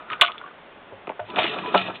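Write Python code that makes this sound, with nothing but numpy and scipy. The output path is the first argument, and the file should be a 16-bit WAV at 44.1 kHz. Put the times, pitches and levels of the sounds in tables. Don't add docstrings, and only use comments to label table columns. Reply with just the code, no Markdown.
import sys
import numpy as np
from scipy import signal
from scipy.fft import rfft, irfft
from scipy.io import wavfile

SR = 44100
rng = np.random.default_rng(int(sys.argv[2]) if len(sys.argv) > 2 else 0)


def amp(db):
    return 10 ** (np.asarray(db, float) / 20)


def write(x):
    x = np.atleast_2d(x).T
    wavfile.write(sys.argv[1], SR, np.round(np.clip(x, -1, 1) * 32767).astype(np.int16))


N = 88200

# frequency_hz, density_db
AIR_SPECTRUM = [(25, -19.5), (60, -12), (85, -16.5), (200, -7), (600, -3.5), (1500, -8.5), (3500, -16),
                (4100, -25)]
# start_s, level_db
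JIGGLE = [
    (0, -42.5),
    (.05, -55),
    (.13, -32),
    (.19, -51),
    (.23, -33.5),
    (.3, -47.5),
    (.52, -54.5),
]

# start_s, level_db (peak), pitch_hz (centre), ring_t60_s
PLATE_TINKLES = [(.004, -43, 1280, 0.067), (.083, -33.5, 1370, .03), (.107, -23.5, 1190, 0.055),
                 (.122, -23, 1260, 0.14), (.137, -28.5, 1300, 0.07), (.197, -25, 1300, 0.064),
                 (.2183, -4.5, 1114, 0.024), (.227, -15, 1110, .04), (.233, -14, 1330, 0.043),
                 (.245, -17.5, 1210, 0.029), (.283, -22.5, 1160, 0.065), (.295, -27, 1150, .02),
                 (.307, -28, 1280, 0.035), (.345, -35.5, 1210, 0.034), (.462, -30.5, 1360, 0.046),
                 (.474, -34, 1340, 0.068), (.484, -36, 1400, .03)]
PLATE_PINGS = [
    (.4135, -28, 1450, 0.04),
    (.4375, -30, 1150, 0.11),
    (.511, -42, 1230, .04),
]
FRAME_KNOCKS = [(.007, -33.5, 644, 0.12), (.1305, -34.5, 806, .02), (.915, -38, 650, .05),
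                (.922, -29.5, 554, 0.06), (1.072, -25, 810, .03), (1.0755, -20.5, 634, 0.04),
                (1.094, -23.5, 1104, .03), (1.0975, -17.5, 588, 0.05), (1.107, -27.5, 700, .05),
                (1.118, -29, 1200, .03), (1.1932, -22, 900, 0.03), (1.199, -25.5, 896, .05),
                (1.362, -30, 609, 0.1), (1.369, -20.5, 1206, .03), (1.384, -10, 927, 0.03),
                (1.3885, -10.5, 970, .04), (1.398, -19, 906, .04), (1.404, -32.5, 660, 0.067),
                (1.589, -23.5, 670, 0.041), (1.741, -13, 746, .04), (1.7455, -1.5, 1023, 0.025),
                (1.7512, -3, 740, 0.025), (1.7568, -9, 970, 0.029), (1.766, -22.5, 900, 0.03),
                (1.773, -17.5, 950, .03), (1.864, -26, 620, .1), (1.884, -21.5, 668, .1)]
FRAME_RINGS = [(.221, -16.5, 671, 0.11), (.925, -35.5, 545, 0.17), (1.076, -28, 342, 0.029),
               (1.195, -26, 1500, 0.03), (1.198, -25.5, 652, 0.13), (1.288, -32.5, 980, 0.31),
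               (1.293, -33, 345, 0.69), (1.334, -33, 351, 0.52), (1.389, -16, 616, 0.076),
               (1.44, -30.5, 351, 0.13), (1.495, -31, 438, .2), (1.53, -36, 983, 0.26),
               (1.565, -30, 558, 0.1), (1.635, -29.5, 970, 0.24), (1.66, -27, 1024, 0.18),
               (1.675, -26.5, 430, 0.1), (1.755, -14.5, 1320, 0.12), (1.756, -10.5, 665, .08)]
LATCH_CHATTER = [(.1012, -20.5, 2200, .015), (.1178, -23.5, 2700, .025), (.1302, -17.5, 2180, .015),
                 (1.3008, -28.5, 3410, 0.027), (1.3592, -18, 3020, 0.03), (1.3685, -23, 2550, 0.048),
                 (1.381, -21.5, 2870, .03), (1.385, -14, 2580, .03), (1.389, -7.5, 2880, 0.03),
                 (1.3972, -14, 2380, 0.02), (1.405, -22, 3200, .03), (1.4182, -17, 2300, 0.027),
                 (1.4312, -11.5, 3510, 0.04), (1.441, -9.5, 2800, 0.029), (1.453, -19.5, 2490, .03),
                 (1.4609, -20.5, 2430, 0.04), (1.465, -14.5, 2420, .02), (1.477, -18, 3200, .02),
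                 (1.4817, -21.5, 2410, 0.019), (1.586, -21, 2570, .03), (1.66, -25, 2570, .03),
                 (1.729, -27, 2870, 0.03), (1.742, -20, 3090, .03), (1.7476, -13, 2700, 0.058),
                 (1.7671, -18.5, 3550, 0.025), (1.777, -9, 3350, 0.015), (1.787, -19, 2770, 0.03),
                 (1.793, -20.5, 2970, .02), (1.8149, -19.5, 2780, 0.017), (1.9557, -30.5, 3470, 0.06)]
LATCH_TICKS = [(.1795, -38, 2690, .015), (.2118, 4.5, 3200, 0.012), (.2148, 2, 3100, 0.015),
               (.217, -0.5, 3400, .012), (.2195, -2.5, 2700, .015), (.2236, 0, 3200, 0.01),
               (.228, -12.5, 2800, .01), (.238, -19, 2860, 0.011), (.2485, -10.5, 3090, 0.0086),
               (.252, -18, 3000, .01), (.2622, -15, 3090, 0.0087), (.271, -16.5, 2775, 0.019),
               (.277, -20, 2710, 0.018), (.281, -17.5, 2536, 0.055), (.3188, -21.5, 3370, 0.018),
               (.3796, -25.5, 3560, 0.031), (1.0715, -28, 2290, 0.018), (1.077, -36, 2980, .015),
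               (1.0928, -23, 2500, 0.015), (1.106, -34, 2300, .03), (1.2, -31, 2980, 0.03)]
BENCH_THUMPS = [
    (.11, -43, 127, .1),
    (.915, -43.5, 101, 0.25),
    (1.095, -45, 192, 0.11),
    (1.2, -39, 97, 0.34),
    (1.38, -32, 135, 0.11),
    (1.8, -38.5, 102, 0.38),
    (1.745, -25.5, 176.8, 0.34),
    (1.875, -38, 188, 0.23),
    (1.89, -40.5, 110, .25),
]

# time_s, rub_level_db, brightness_db
RAM_STROKE = [(1.25, -58, 1), (1.3, -47, -2), (1.355, -34, -15), (1.39, -27.5, 0), (1.45, -33, 1.5),
              (1.51, -34, 1), (1.6, -34.5, -7), (1.625, -35, -8), (1.68, -35, -3), (1.722, -34, -11),
              (1.77, -33.5, 6.5), (1.84, -36.5, 1), (1.9, -37, -1.5), (1.93, -44, -6.5), (1.96, -44, 4),
              (2.0, -58, -2)]

# frequency_hz, level_db
STEEL_MODES = [(1880, 5.5), (2110, 1.5), (2340, 3.5), (2400, -3.5), (2530, 2.5), (2655, -2.5), (2712, 4),
               (2895, -2), (2980, 7), (3070, -3), (3300, 6.5), (3450, 6), (3650, 3), (4000, 3)]
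PLATE_MODES = [(940, 7.5), (1022, -14.5), (1112, 4.5), (1160, 1), (1236, 12), (1316, -11.5), (1390, 1.5),
               (1450, 8), (1530, -8)]
FRAME_MODES = [(300, -5), (345, -1), (440, 0.5), (545, -1), (625, 5), (690, 5), (770, 3.5), (845, 5),
               (910, 3.5), (990, 3), (1085, 2.5), (1330, 1), (1460, -10.5), (1650, -2)]
BENCH_MODES = [(62, -18.5), (104, -3.5), (128, 1), (188, 8), (250, 11)]


def evened(x):
    return x / np.sqrt(np.mean(x ** 2) + 1e-20)


def curve(points, column=1):
    p = np.array(points)
    return np.interp(np.arange(N) / SR, p[:, 0], p[:, column], left=-120)


def add(mix, start_s, sound):
    part = mix[round(start_s * SR):][:len(sound)]
    part += sound[:len(part)]


def blows(events, modes, reach_oct, contact_s):
    out = np.zeros(N)
    hz, db = np.transpose(modes)[:, :, None]
    luck = rng.standard_normal((len(events), 3, len(modes), 1))
    grit = rng.standard_normal((len(events), 1500))
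    spread = 2.18
    for (start_s, peak_db, centre_hz, t60), (gain, decay, detune), rough in zip(events, luck, grit):
        count = len(rough)
        t = np.arange(count + round(1.2 * min(t60, 0.4) * SR)) / SR
        near = np.exp(-0.5 * (np.log2(hz / centre_hz) / reach_oct) ** 2)
        mode_t60 = t60 * np.exp(0.093 * decay) + 0.00072
        fade = amp(db + 2 * gain - 60 * t / mode_t60)
        onset = np.minimum(t[:count] / 0.00073, 1)
        push = rough * np.exp(-t[:count] / contact_s) * onset
        phase = 2 * np.pi * hz * (1 + 0.005 * detune) * t
        felt = abs(np.exp(1j * phase[:, :count]) @ push)[:, None] + 0.4 * np.linalg.norm(push)
        ring = (near * fade / felt * np.sin(phase)).sum(axis=0)
        ring = signal.fftconvolve(ring, push)
        band = signal.butter(3, [centre_hz / spread, centre_hz * spread], "band", fs=SR)
        ring = signal.lfilter(*band, ring)
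        add(out, start_s, amp(peak_db) * ring / abs(ring).max())
    return out


def rubbed(modes, width_hz, spread_db):
    grains_per_s = 1600
    grains = amp(spread_db * np.minimum(rng.exponential(1, N), 5)) * rng.standard_normal(N)
    grains *= rng.random(N) < grains_per_s / SR
    out = np.zeros(N)
    r = np.exp(-np.pi * width_hz / SR)
    for k, (hz, db) in enumerate(modes):
        pole = [1, -2 * r * np.cos(2 * np.pi * hz / SR), r * r]
        delayed = np.roll(grains, 37 * k)
        out += amp(db) * signal.lfilter([1, 0, -1], pole, delayed)
    return evened(out)


def air():
    f, db = np.transpose(AIR_SPECTRUM)
    hz = np.fft.rfftfreq(N, 1 / SR)
    shape = amp(np.interp(np.log(hz + 1), np.log(f + 1), db))
    hiss = irfft(rfft(rng.standard_normal(N)) * shape, N)
    return amp(-46.5) * evened(hiss)


def loose_parts():
    moving = np.arange(N) < JIGGLE[-1][0] * SR
    plate_rub = rubbed(PLATE_MODES, 55, 1.5)
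    steel_rub = amp(-11.5) * rubbed(STEEL_MODES, 130, 2.7)
    frame_rub = amp(-5.5) * rubbed(FRAME_MODES, 100, 2.3)
    return amp(curve(JIGGLE)) * moving * (plate_rub + steel_rub + frame_rub)


def plate():
    tinkles = blows(PLATE_TINKLES, PLATE_MODES, reach_oct=0.12, contact_s=0.0038)
    pings = blows(PLATE_PINGS, PLATE_MODES, reach_oct=0.053, contact_s=0.0023)
    return tinkles + pings


def frame():
    knocks = blows(FRAME_KNOCKS, FRAME_MODES, reach_oct=0.45, contact_s=0.002)
    rings = blows(FRAME_RINGS, FRAME_MODES, reach_oct=0.063, contact_s=0.0031)
    return knocks + rings


def latch():
    chatter = blows(LATCH_CHATTER, STEEL_MODES, reach_oct=0.34, contact_s=0.0025)
    ticks = blows(LATCH_TICKS, STEEL_MODES, reach_oct=0.19, contact_s=0.0012)
    return chatter + ticks


def bench():
    return blows(BENCH_THUMPS, BENCH_MODES, reach_oct=0.18, contact_s=0.005)


def ram():
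    level_db = curve(RAM_STROKE)
    bright_db = np.maximum(curve(RAM_STROKE, column=2), -40)
    drone = amp(1.5) * rubbed(FRAME_MODES, 50, 3.4)
    grit = amp(1 + bright_db) * rubbed(STEEL_MODES, 94, 1.6)
    rumble = amp(-9.5) * rubbed(BENCH_MODES[1:], 21, 2.5)
    return amp(level_db) * (drone + grit + rumble)


def room(x):
    t60, gap = 0.15, 22
    taps = np.zeros(SR // 2)
    at = np.arange(120, len(taps) - gap, gap)
    taps[at + rng.integers(0, gap, len(at))] = rng.choice([-1., 1.], len(at))
    taps *= amp(-60 * np.arange(len(taps)) / SR / t60)
    return signal.fftconvolve(x, taps / np.linalg.norm(taps))[:N]


def scene():
    hiss = air()
    press = loose_parts() + plate() + frame() + latch() + bench() + ram()
    bass_cut = signal.butter(4, 103, "high", fs=SR, output="sos")
    press = signal.sosfilt(bass_cut, press)
    return (press + amp(-13) * room(press) + hiss)[None]


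def band_limit(x):
    return signal.sosfilt(signal.butter(12, 16860, fs=SR, output="sos"), x)


def record(dry):
    knee, ceiling = 0.79, 0.72
    edge_hz, end_hz, skirt_db_per_khz = 3478, 4440, 16.5
    held = np.clip(dry, -knee, knee)
    hz = np.fft.rfftfreq(N, 1 / SR)
    skirt_db = -skirt_db_per_khz * np.maximum(hz - edge_hz, 0) / 1000
    stop_db = -0.2 * np.maximum(hz - end_hz, 0)
    narrow = irfft(rfft(held) * amp(skirt_db + stop_db), N)
    return band_limit(np.clip(narrow, -ceiling, ceiling))


dry = scene()
out = record(dry)
write(out)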